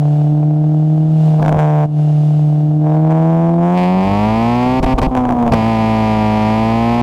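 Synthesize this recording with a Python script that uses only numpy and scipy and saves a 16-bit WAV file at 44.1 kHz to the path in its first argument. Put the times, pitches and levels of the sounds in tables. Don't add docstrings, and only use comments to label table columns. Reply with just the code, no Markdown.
import sys
import numpy as np
from scipy import signal
from scipy.fft import rfft, irfft
from scipy.io import wavfile

SR = 44100
rng = np.random.default_rng(int(sys.argv[2]) if len(sys.argv) > 2 else 0)


def unload_audio(sound):
    columns = np.transpose(np.atleast_2d(sound))
    steps = np.round(np.clip(columns, -1, 1) * 32767)
    wavfile.write(sys.argv[1], SR, steps.astype(np.int16))


N = 309582
T = np.arange(N) / SR
LOPE_FROM_HZ, LOPE_FULL_HZ = 91.7, 98

CYLINDER_BIAS = [1.57, 0.56, -1, 0.58]
# time in seconds, excess crack in dB.
HARD_FIRINGS = [(1.3955, 15), (1.4233, 16.5), (1.4275, 23), (1.4499, 18), (1.4613, 21), (1.4809, 21),
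                (1.493, 19), (1.526, 14), (4.8615, 12), (5.1516, 17), (5.253, 17.5), (5.2915, 17),
                (5.3081, 16), (5.324, 14), (5.4266, 11), (5.4647, 15), (5.4784, 16)]
# start in seconds, excess crack in dB.
HARD_RUNS = [(1.590, 9), (1.632, 1.5), (3.103, 11), (3.775, 7), (3.83, 4.5), (5.165, 18), (5.387, 9)]
# frequency in Hz, relative density in dB.
SOFT_BARK_SPECTRUM = [(100, -41.5), (250, -13), (380, -9), (460, -2), (560, -5.5), (680, 4), (780, -4),
                      (900, -14.5), (1100, -25.5), (1400, -38.5), (2500, -41.5)]
BRIGHT_BARK_SPECTRUM = [(100, -29), (250, 1), (380, -9.5), (480, -5.5), (580, -4), (680, -0.5), (790, -0.5),
                        (950, -2.5), (1150, -7), (1400, -13.5), (2500, -64)]
SOFT_CRACK_SPECTRUM = [(500, -23), (1000, -5.5), (1300, 7), (1600, 5), (1900, -2.5), (2400, -3),
                       (2800, -9.5), (3300, -9), (4200, -17), (9000, -44.5)]
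SNARL_SPECTRUM = [(500, -51.5), (1000, 2), (1250, 3), (1500, -2), (1900, -1.5), (2400, 1), (2700, -3.5),
                  (3000, -6.5), (3300, -7.5), (3700, -12.5), (5000, -12.5), (9000, -47)]
HISS_SPECTRUM = [(1500, 2), (3000, -6.5), (4700, 0), (5700, -1), (7500, -6), (9000, -11.5), (12000, -16),
                 (15500, -20.5)]


def exhaust(turns, speed, load, cut, upset, skew=.11, jitter_s=24e-6, steepening=1.3):
    scatter_db, late_periods, turbulent = combustion(speed, load, upset)
    firing = np.arange(1, int(2 * turns[-1]))
    times = np.interp(firing / 2, turns, T)
    at = (times * SR).astype(int)
    period_s = 1 / (2 * speed[at])
    bias = np.take(CYLINDER_BIAS, firing, mode="wrap")
    timing_error, strength_error = rng.standard_normal((len(firing), 2)).T
    times += (firing % 2 - .5 + skew * bias) * late_periods[at] * period_s
    times += jitter_s * np.sqrt(scatter_db[at]) * timing_error
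    strength_db = scatter_db[at] * (bias + .99 * strength_error)

    excess_db = sum(db * dying(start, decay_s=.027) for start, db in HARD_RUNS)[at]
    hard_s, hard_db = np.transpose(HARD_FIRINGS)
    nearest = abs(times - hard_s[:, None]).argmin(axis=1)
    times[nearest], excess_db[nearest], strength_db[nearest] = hard_s, hard_db, 0
    pulse_db = pulse_levels_db(load[at], cut[at])
    pulse_db += np.outer([1, steepening, steepening], strength_db)
    pulse_db += np.outer([.4, 1, 1.1], excess_db)
    bark, crack, hiss = from_db(pulse_db) * np.sqrt(period_s * SR)

    latest = np.maximum(np.searchsorted(times, T) - 1, 0)
    puff_s = .17 * period_s[latest]
    age = abs(T - times[latest]) / puff_s
    puff = 2 * age * np.exp(-age) / np.sqrt(puff_s * SR)

    def rasp(size, share):
        turbulence = size[latest] * puff * rng.standard_normal(N)
        return np.sqrt(1 - share) * clicks(times, size) + np.sqrt(share) * turbulence

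    force = ramp(pulse_db[1], -54, -31)
    bright = force * (1 + ramp(speed[at], 73, 104)) / 2
    snarl = ramp(load[at], .65, .9) * ramp(speed[at], 89, 90)
    out = -coloured(clicks(times, bark * (1 - bright)), SOFT_BARK_SPECTRUM)
    out -= coloured(clicks(times, bark * bright), BRIGHT_BARK_SPECTRUM)
    out += coloured(rasp(crack * (1 - snarl), turbulent), SOFT_CRACK_SPECTRUM)
    out += coloured(rasp(crack * snarl, turbulent / 2), SNARL_SPECTRUM)
    return out + coloured(rasp(hiss, np.sqrt(turbulent)), HISS_SPECTRUM)


def combustion(speed, load, upset, even_load=.8):
    lope = ramp(speed, LOPE_FROM_HZ, LOPE_FULL_HZ) * ramp(load, even_load, 1)
    ragged = np.maximum(1 - ramp(load, .54, even_load), upset * (1 - lope))
    light = 1 - ramp(load, .43, .74)
    scatter_db = .5 + 1.7 * ragged
    late_periods = .035 + .045 * lope
    turbulent_share = .03 + .27 * light + .16 * lope
    return scatter_db, late_periods, turbulent_share


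def pulse_levels_db(load, cut):
    spare = 1 - load
    bark_db = -17 - 23.5 * np.maximum(spare, 0) ** 1.61 - 12 * cut
    crack_db = -29 - 39 * spare - 28 * cut
    hiss_db = -44 - 42.5 * spare - 20 * cut
    return np.array([bark_db, crack_db, hiss_db])


# crank rate in Hz, base level in dB of orders 1 (lope), 2 (hum), 3 and 4.
BOOM_LEVELS = [(76, -53.5, -12, -52, -20.5), (79, -45, -11, -35.5, -19), (86, -48, -12.5, -30, -19.5),
               (94.3, -33, -12.5, -27, -23), (98, -19.5, -17.5, -22.5, -25), (105, -20, -16, -26, -25.5),
               (117, -20.5, -18, -25.5, -26.5), (128, -22, -23.5, -24.5, -34)]
# crank order, level in dB re the hum, level in dB re the lope.
CYCLE_PARTIALS = [(.5, -50, -11.5), (1.5, -58.5, -13.5), (2.5, -40, -25.5), (3.5, -35.5, -30),
                  (4.5, -33, -38.5), (5, -46, -25)]


def cabin_boom(turns, speed, load, cut, upset, lag_turns=.23):
    crank_hz, *orders_db = np.transpose(BOOM_LEVELS)
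    lope, hum, third, fourth = [from_db(np.interp(speed, crank_hz, db)) for db in orders_db]
    coast = ramp(speed, LOPE_FROM_HZ, LOPE_FULL_HZ) * (1 - ramp(load, .42, 1))
    odd_gain, even_gain = from_db(-13 * coast), from_db(4.5 * coast * (2 - upset))
    lope, third = lope * odd_gain, third * odd_gain
    air_db = curve(AIR_RUSH)
    rush_db = air_db - air_db[-1]
    hum *= even_gain * from_db(.13 * rush_db)
    fourth *= even_gain * from_db(-.7 * rush_db)

    partials = [(1, lope), (3, third), (4, fourth)]
    for order, hum_db, lope_db in CYCLE_PARTIALS:
        partials.append((order, hum * from_db(hum_db) + lope * from_db(lope_db)))
    angle = 2 * np.pi * (turns - lag_turns)
    out = hum * np.cos(2 * angle) * (1 + .046 * drift(20))
    out += sum(gain * np.cos(order * angle) * (1 + .085 * drift(14)) for order, gain in partials)
    dip_db = -11 * cut - 8 * throttle_shut(load) - 1.5 * upset
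    return np.sqrt(2) * out * from_db(dip_db)


# start in seconds, length in seconds, relative surge level in dB.
IGNITION_CUTS = [(4.8, 0.026, -13), (4.848, 0.013, -10), (4.939, 0.038, -7), (4.997, 0.025, -10),
                 (5.067, 0.044, -9.5), (5.503, 0.012, -15)]


def pipe_surges(surge_hz=46, decay_s=.02, gain_db=2):
    out = np.zeros(N)
    for start, _, db in IGNITION_CUTS:
        swing = np.sin(2 * np.pi * surge_hz * (T - start))
        out += from_db(db + gain_db) * swing * dying(start, decay_s)
    return out


# start in seconds, length in seconds, level in dB.
AFTERFIRES = [(4.827, 0.023, -14), (4.985, 0.0096, -9.5), (5.016, 0.022, -14.5), (5.521, 0.0085, -11.5),
              (5.534, 0.012, -8)]
# frequency in Hz, relative density in dB.
AFTERFIRE_SPECTRUM = [(30, 5.5), (120, 13.5), (300, 1), (750, 4), (1400, -7.5), (2400, -15), (4000, -21),
                      (8000, -31.5), (15500, -44)]


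def afterfires(ragged_db=4, edge_s=.0057):
    envelope = sum(from_db(db) * gate(start, length, edge_s) for start, length, db in AFTERFIRES)
    blast = rms_one(rng.standard_normal(N) * from_db(ragged_db * drift(740)))
    return coloured(envelope * blast, AFTERFIRE_SPECTRUM)


# frequency in Hz, relative density in dB.
ROAD_SPECTRUM = [(20, 4), (45, 1), (90, 3.5), (200, 3.5), (400, -6), (750, -3.5), (1100, -12),
                 (1600, -36.5)]


def road_rumble(speed, upset, cruise_db=-40.5, fast_db=-30.5, upset_db=-21.5, flutter_db=2):
    running = from_db(np.interp(speed, [75, 95], [cruise_db, fast_db]))
    level = running + from_db(upset_db) * upset
    return noise(ROAD_SPECTRUM) * level * from_db(flutter_db * drift(7.9))


# time in seconds, level in dB.
AIR_RUSH = [(.23, -52.5), (.33, -59), (1.05, -55.5), (1.26, -44.5), (1.6, -56.5), (1.88, -55), (2, -49.5),
            (2.3, -47.5), (2.81, -60.5)]
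# frequency in Hz, relative density in dB.
WIND_SPECTRUM = [(650, -41.5), (1100, -11.5), (1400, -14), (1480, -19.5), (2260, -18), (2610, -18.5),
                 (2910, -13.5), (3140, -19.5), (3540, -17.5), (3820, -20.5), (7780, -28), (10100, -31.5),
                 (15000, -44)]


def wind(load, base_db=-56, gust_db=1.5, shut_db=-9):
    gusts = from_db(base_db + gust_db * drift(1.7))
    level = np.hypot(gusts, from_db(curve(AIR_RUSH)))
    return noise(WIND_SPECTRUM) * level * from_db(shut_db * throttle_shut(load))


def throttle_shut(load):
    return 1 - ramp(load, 0, .23)


def from_db(db):
    return 10 ** (np.asarray(db) / 20)


def rms_one(x):
    return x / np.sqrt(np.mean(x ** 2) + 1e-20)


def curve(rows):
    return np.interp(T, *np.transpose(rows))


def ramp(x, low, high):
    return np.clip((x - low) / (high - low), 0, 1)


def gate(start_s, length_s, edge_s):
    return np.clip(np.minimum(T - start_s, start_s + length_s - T) / edge_s + .5, 0, 1)


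def dying(start_s, decay_s):
    return (T >= start_s) * np.exp(-np.maximum(T - start_s, 0) / decay_s)


def clicks(times, sizes):
    out, at = np.zeros(N), times[:, None] * SR
    taps = at.astype(int) + np.arange(-3, 5)
    shape = np.sinc(taps - at) * np.sinc((taps - at) / 4)
    np.add.at(out, np.clip(taps, 0, N - 1), sizes[:, None] * shape)
    return out


def coloured(x, spectrum, size=8192):
    hz, db = np.transpose(spectrum)
    octave = np.log2(np.maximum(np.fft.rfftfreq(size, 1 / SR), 1))
    knots = np.log2(hz)
    octaves_outside = np.minimum(abs(octave - np.clip(octave, knots[0], knots[-1])), 2)
    magnitude = from_db(np.interp(octave, knots, db) - 10 * octaves_outside)
    cepstrum = irfft(np.log(magnitude))
    cepstrum[1:size // 2] *= 2
    cepstrum[size // 2 + 1:] = 0
    response = irfft(np.exp(rfft(cepstrum)))
    return signal.fftconvolve(x, response / np.linalg.norm(response))[:N]


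def noise(spectrum):
    return coloured(rng.standard_normal(N), spectrum)


def drift(rate_hz):
    lowpass = signal.butter(2, rate_hz, fs=SR, output="sos")
    return rms_one(signal.sosfilt(lowpass, rng.standard_normal(N + SR))[SR:])


# time in seconds, crank rate in Hz.
CRANK_RATE = [(0, 73.6), (1.15, 78.4), (1.82, 75.2), (2.6, 75.3), (2.85, 76.4), (3.6, 85.1), (3.76, 89.8),
              (3.86, 90), (4.02, 94.8), (4.5, 119), (4.79, 130), (5.06, 129.7), (5.4, 120.5), (5.62, 109.7),
              (5.68, 113.7), (5.75, 111.1), (5.94, 110.3), (6.25, 107.4), (6.46, 107.7), (7.02, 119.8)]
# time in seconds, load from 0 (throttle shut) to 1 (wide open).
ENGINE_LOAD = [(0, .33), (1.1, 0.21), (1.26, 0.36), (1.4, 0.37), (1.58, 0.86), (1.845, 0.82), (1.865, 0),
               (1.92, 0.057), (1.99, 0.24), (2.81, 0.22), (2.87, 0.67), (3.02, 0.6), (3.2, 0.75),
               (3.46, 0.78), (3.57, 0.55), (3.63, 0.84), (3.8, 0.95), (3.96, .9), (4.04, 0.97), (5.06, 1),
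               (5.1, 0.7), (5.46, 0.65), (5.56, 1)]


def scene():
    speed, load = curve(CRANK_RATE), curve(ENGINE_LOAD)
    turns = np.cumsum(speed) / SR
    cut = sum(gate(start, length, edge_s=.0028) for start, length, _ in IGNITION_CUTS)
    upset = sum(dying(start, decay_s=.042) for start, *_ in HARD_FIRINGS + IGNITION_CUTS)
    upset = np.minimum(upset, 1)
    engine = cabin_boom(turns, speed, load, cut, upset) + exhaust(turns, speed, load, cut, upset)
    return (engine + pipe_surges() + afterfires() + road_rumble(speed, upset) + wind(load))[None]


def record(dry):
    ceiling, cutoff_hz = .78, 15700
    rounded = dry / (1 + (dry / ceiling) ** 8) ** (1 / 8)
    return signal.sosfilt(signal.ellip(10, .1, 80, cutoff_hz, fs=SR, output="sos"), rounded)


dry = scene()
out = record(dry)
unload_audio(out)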